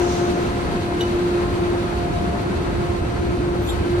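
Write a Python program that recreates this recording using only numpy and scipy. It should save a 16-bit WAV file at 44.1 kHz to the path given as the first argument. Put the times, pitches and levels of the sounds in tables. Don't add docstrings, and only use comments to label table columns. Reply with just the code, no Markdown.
import sys
import numpy as np
from scipy import signal
from scipy.fft import rfft, irfft
from scipy.io import wavfile

SR = 44100
rng = np.random.default_rng(int(sys.argv[2]) if len(sys.argv) > 2 else 0)


def generate_wav(signal):
    frames = np.transpose(np.atleast_2d(signal))
    scaled = np.clip(frames, -1, 1) * 32767
    pcm = np.round(scaled).astype(np.int16)
    wavfile.write(sys.argv[1], SR, pcm)


N = 176400

# gain in dB, scattered share in dB.
BLADE_PARTIALS = [(.9, -11.5), (2, -7), (.5, -8)]
# time in seconds, left and right relative level in dB.
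FUNDAMENTAL_PATH = [(0, -15.5, -23.5), (0.15, -26, -29), (0.25, -20.3, -21.8), (0.5, -28, -28.5),
                    (0.87, -30.5, -31), (1.02, -24.4, -24.6), (1.4, -21.2, -22), (1.51, -23.5, -29),
                    (1.6, -21.5, -23.5), (1.7, -23, -23.5), (1.8, -29, -26.5), (1.9, -39, -27),
                    (2.0, -28.5, -29), (2.2, -30, -35.5), (2.4, -32, -35), (2.52, -27, -28.5),
                    (2.8, -27.5, -28), (2.95, -36, -27), (3.17, -35, -29), (3.25, -26, -27),
                    (3.47, -27.1, -22.9), (3.75, -26, -29), (3.93, -22.5, -21.2)]
OCTAVE_PATH = [(0, -32, -36), (.12, -30, -34.4), (.35, -33.3, -37.5), (.57, -39, -36.5), (.78, -31.5, -39),
               (.93, -35, -42), (1.12, -43, -47), (1.42, -38.5, -39.5), (1.8, -43, -42), (2.05, -32, -36.8),
               (2.32, -31.8, -37.5), (2.45, -35.5, -46), (2.62, -41, -44), (2.9, -34, -41),
               (3.15, -39, -40.5), (3.55, -38, -47), (4, -44, -47)]
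THIRD_PATH = [(0, -49, -54), (.4, -49, -51), (.65, -45.5, -48), (.85, -52, -51), (1, -46, -49),
              (1.27, -52, -53), (1.46, -37.5, -39.5), (1.62, -49, -52), (2.1, -54, -54), (2.65, -52, -54),
              (2.8, -42, -43.5), (2.97, -41.5, -41.5), (3.12, -54, -54), (4, -52, -56)]
# time in seconds, left side's lead in radians.
FUNDAMENTAL_LEAD = [(0, 1), (.5, 1.3), (1.1, -1), (1.75, 1.5), (2.2, -3), (2.75, -1.16), (3.05, -1.9),
                    (3.3, -4.5), (4, -5)]
OVERTONE_LEADS = [1.25, .3]
# frequency in Hz, relative level in dB, 60 dB decay time in seconds.
METAL_MODES = [(2955, 3, .045), (2960, -13, .2), (3250, -11, .035), (3645, -5, .04), (3760, -7, .05),
               (3960, -12, .04), (5600, -22, .05), (5885, -16, .09), (5960, -21, .12), (6090, -19, .05),
               (8850, -22, .04)]
# start in seconds, gain in dB.
CLINK_CONTACTS = [(1.0069, -19.5), (1.014, -25), (1.0208, -35), (1.0337, -39)]
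# peak time, rise and fall in seconds, pitch in Hz,
# levels of three partials in dB.
SQUEAK_SLIPS = [(3.662, .012, .01, 2990, -62, -49, -65), (3.676, .006, .008, 3560, -45, -40, -49),
                (3.689, .005, .012, 3350, -31.5, -52, -45), (3.7, .008, .016, 3680, -31, -33.5, -42.5)]
# peak time in seconds, level in dB, rise and fall in seconds, centre and width in Hz.
SWISH_SWELLS = [(.11, -39, 0.25, 0.21, 6100, 1300), (.12, -39, 0.075, 0.14, 3880, 2000),
                (3.65, -46.5, .025, 0.045, 13000, 4000), (3.695, -44, 0.022, 0.033, 10300, 4000)]
# centre and width in Hz, level in dB, left over right in dB.
DUCT_MODES = [(71.4, 6.2, -38.5, -8), (333, 47, -39.5, 0), (2900, 70, -88, 0), (6020, 450, -63.5, -6),
              (6380, 41, -70, 17), (8190, 400, -62.5, -7.5)]
# frequency in Hz, relative density in dB.
AIR_SPECTRUM = [(15, -34), (24, -6), (36, -2.5), (70, 0.5), (115, -2.5), (142, -5.5), (175, -1.5),
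                (235, -6), (370, -6), (460, -11.5), (650, -15), (1000, -16), (1350, -17), (1800, -22),
                (2500, -25.5), (3100, -29), (4300, -29.5), (5200, -37), (6400, -38.5), (8800, -44),
                (10000, -39), (11200, -53), (14000, -49)]
# frequency in Hz, left over right in dB.
AIR_BALANCE = [(60, -2), (110, -1), (200, -1), (380, 0.5), (700, 5), (1290, 1), (2380, -0.5), (4390, 1),
               (8110, -3), (15000, 0.5)]
AIR_CROSSOVERS = [48, 140, 420, 2000]
# time in seconds, then a gain in dB for each of the five bands.
AIR_BAND_GAINS = [(0, -3, -0.5, 0.5, 3.5, 2), (.6, -2, -3, 3, 1.5, 1.5), (1.4, -7, -0.5, 0, 2, 1),
                  (2.0, -8, 1.5, 0, 1, -0.4), (2.7, -7, 4, -0.5, 0.8, -0.5), (3.2, 0, 2, -0.6, -0.5, -1.8),
                  (3.55, -10, 3.5, 0.5, -0.5, -1.8), (4, 0, 1.5, 0, 0.5, 0.1)]

BLADE_HZ, SPEED_WANDER, WANDER_PER_S = 350.6, .0008, 2
MIC_PHASE_RAD, MIC_FADE_DB, MIC_DRIFT_PER_S = .2, .6, 3
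SCATTER_PER_S = 20
CONTACT_S, CRACK_DB, CRACK_S, CLINK_LEAD_S = .0015, -15, .008, -.00004
SQUEAK_GLIDE_PER_S, SQUEAK_JITTER, JITTER_PER_S = .3, .017, 350
CHATTER_DB, CHATTER_PER_S = 2, 200
AIR_DB, FLUTTER_DB, FLUTTER_PER_S = -23.5, .83, 14
PORT_TRAVEL_S = .00051
FAN_SHARE, FAN_LEAD_S = .2, .000371
RIPPLE_DB, RIPPLE_HZ = 2, 45.27
HALL_T60_S, HALL_GAP_S = .5, .018
TOP_HZ = 14450


def blade_tone():
    blade_hz = BLADE_HZ * (1 + SPEED_WANDER * wander(WANDER_PER_S))
    phase = 2 * np.pi * np.cumsum(blade_hz) / SR
    paths = (FUNDAMENTAL_PATH, OCTAVE_PATH, THIRD_PATH)
    leads = (over_time(FUNDAMENTAL_LEAD, 1), *OVERTONE_LEADS)
    out = 0
    for k, ((db, scatter_db), path, lead) in enumerate(zip(BLADE_PARTIALS, paths, leads), 1):
        fade = undb(MIC_FADE_DB * wander(MIC_DRIFT_PER_S, channels=2))
        drift = k * MIC_PHASE_RAD * wander(MIC_DRIFT_PER_S, channels=2)
        standing = fade * np.exp(1j * drift)
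        turbulence = wander(SCATTER_PER_S, channels=2) + 1j * wander(SCATTER_PER_S, channels=2)
        scattered = undb(scatter_db) * turbulence / np.sqrt(2)
        mic_phase = k * phase + np.array([[1], [0]]) * lead
        tone = unit_rms(np.real((standing + scattered) * np.exp(1j * mic_phase)))
        path_db = np.array([over_time(path, 1), over_time(path, 2)])
        out = out + tone * undb(db + path_db)
    return out


def clink():
    out = 0
    for start, contact_db in CLINK_CONTACTS:
        age = np.maximum(clock() - start + np.array([[CLINK_LEAD_S], [0]]), 0)
        ring = 0
        for k, (hz, db, t60) in enumerate(METAL_MODES):
            decay = np.exp(-np.log(1000) * age / t60)
            ring = ring + (-1) ** k * undb(db) * decay * np.sin(2 * np.pi * hz * age)
        crack = undb(CRACK_DB) * rng.standard_normal((2, N)) * np.exp(-age / CRACK_S)
        onset = 1 - np.exp(-age / CONTACT_S)
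        out = out + undb(contact_db) * onset * (ring + crack)
    return hall(out, wet_db=-11)


def squeak():
    out = 0
    for peak, rise, fall, hz, *partials_db in SQUEAK_SLIPS:
        glide = 1 + SQUEAK_GLIDE_PER_S * np.clip(clock() - peak, -2 * fall, 2 * fall)
        jitter = SQUEAK_JITTER * wander(JITTER_PER_S, channels=2)
        phase = 2 * np.pi * np.cumsum(hz * (glide + jitter), axis=1) / SR
        force = swell(peak, rise, fall) * undb(CHATTER_DB * wander(CHATTER_PER_S))
        tone = np.sqrt(2) * sum(undb(db) * np.sin(k * phase) for k, db in enumerate(partials_db, 1))
        out = out + force * tone
    return hall(out, wet_db=-20)


def swishes():
    return sum(undb(db) * swell(peak, rise, fall) * resonant_noise(hz, width)
               for peak, db, rise, fall, hz, width in SWISH_SWELLS)


def ducts():
    return sum(resonant_noise(hz, width) * undb(db) * pan(balance_db)
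               for hz, width, db, balance_db in DUCT_MODES)


def rushing_air():
    hz = bin_hz()
    left, unrelated = rfft(rng.standard_normal((2, N)))
    diffuse = np.sinc(2 * hz * PORT_TRAVEL_S)
    direct = np.exp(-2j * np.pi * hz * FAN_LEAD_S)
    coherence = (1 - FAN_SHARE) * diffuse + FAN_SHARE * direct
    right = coherence * left + np.sqrt(np.maximum(1 - abs(coherence) ** 2, 0)) * unrelated
    ripple = np.interp(hz / RIPPLE_HZ, np.arange(N), rng.standard_normal(N))
    ripple *= np.minimum(hz / AIR_CROSSOVERS[-1], 1)
    colour = undb(over_frequency(AIR_SPECTRUM) + RIPPLE_DB * ripple)
    balance = pan(over_frequency(AIR_BALANCE))
    rush = unit_rms(irfft(np.array([left, right]) * colour * balance, N))
    spectrum = rfft(rush)
    lowpasses = [1 / (1 + (hz / edge) ** 6) for edge in AIR_CROSSOVERS]
    bands = np.diff(lowpasses, axis=0, prepend=0, append=1)
    out = 0
    for column, band in enumerate(bands, 1):
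        gain_db = AIR_DB + over_time(AIR_BAND_GAINS, column) + FLUTTER_DB * wander(FLUTTER_PER_S)
        out = out + irfft(spectrum * band, N) * undb(gain_db)
    return out


def hall(sound, wet_db):
    t = clock()
    tail = rng.standard_normal((2, N)) * np.exp(-np.log(1000) * t / HALL_T60_S) * (t > HALL_GAP_S)
    reverb = signal.fftconvolve(sound, unit_rms(tail) / np.sqrt(N), axes=1)[:, :N]
    return sound + undb(wet_db) * reverb


def resonant_noise(hz, width):
    detune = (bin_hz() ** 2 - hz ** 2) / (bin_hz() * width)
    noise = rfft(rng.standard_normal((2, N)))
    return unit_rms(irfft(noise / (1 + detune ** 2 / 2), N))


def wander(rate, channels=1):
    noise = rfft(rng.standard_normal((channels, N)))
    return unit_rms(irfft(noise / (1 + (bin_hz() / rate) ** 4), N))


def swell(peak, rise, fall):
    t = clock() - peak
    return np.exp(np.minimum(t / rise, -t / fall))


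def over_time(rows, column):
    rows = np.array(rows)
    return np.interp(clock(), rows[:, 0], rows[:, column])


def over_frequency(rows):
    rows = np.array(rows)
    return np.interp(np.log(bin_hz()), np.log(rows[:, 0]), rows[:, 1])


def pan(db):
    return undb(np.array([[1], [-1]]) * db / 2)


def undb(db):
    return 10 ** (np.asarray(db) / 20)


def unit_rms(x):
    return x / np.sqrt(np.mean(x ** 2))


def clock():
    return np.arange(N) / SR


def bin_hz():
    return np.maximum(np.arange(N // 2 + 1) * SR / N, 1)


def scene():
    return blade_tone() + rushing_air() + ducts() + clink() + squeak() + swishes()


def record(dry):
    lowpass = signal.ellip(8, .2, 70, TOP_HZ, fs=SR, output="sos")
    return signal.sosfilt(lowpass, dry)


dry = scene()
out = record(dry)
generate_wav(out)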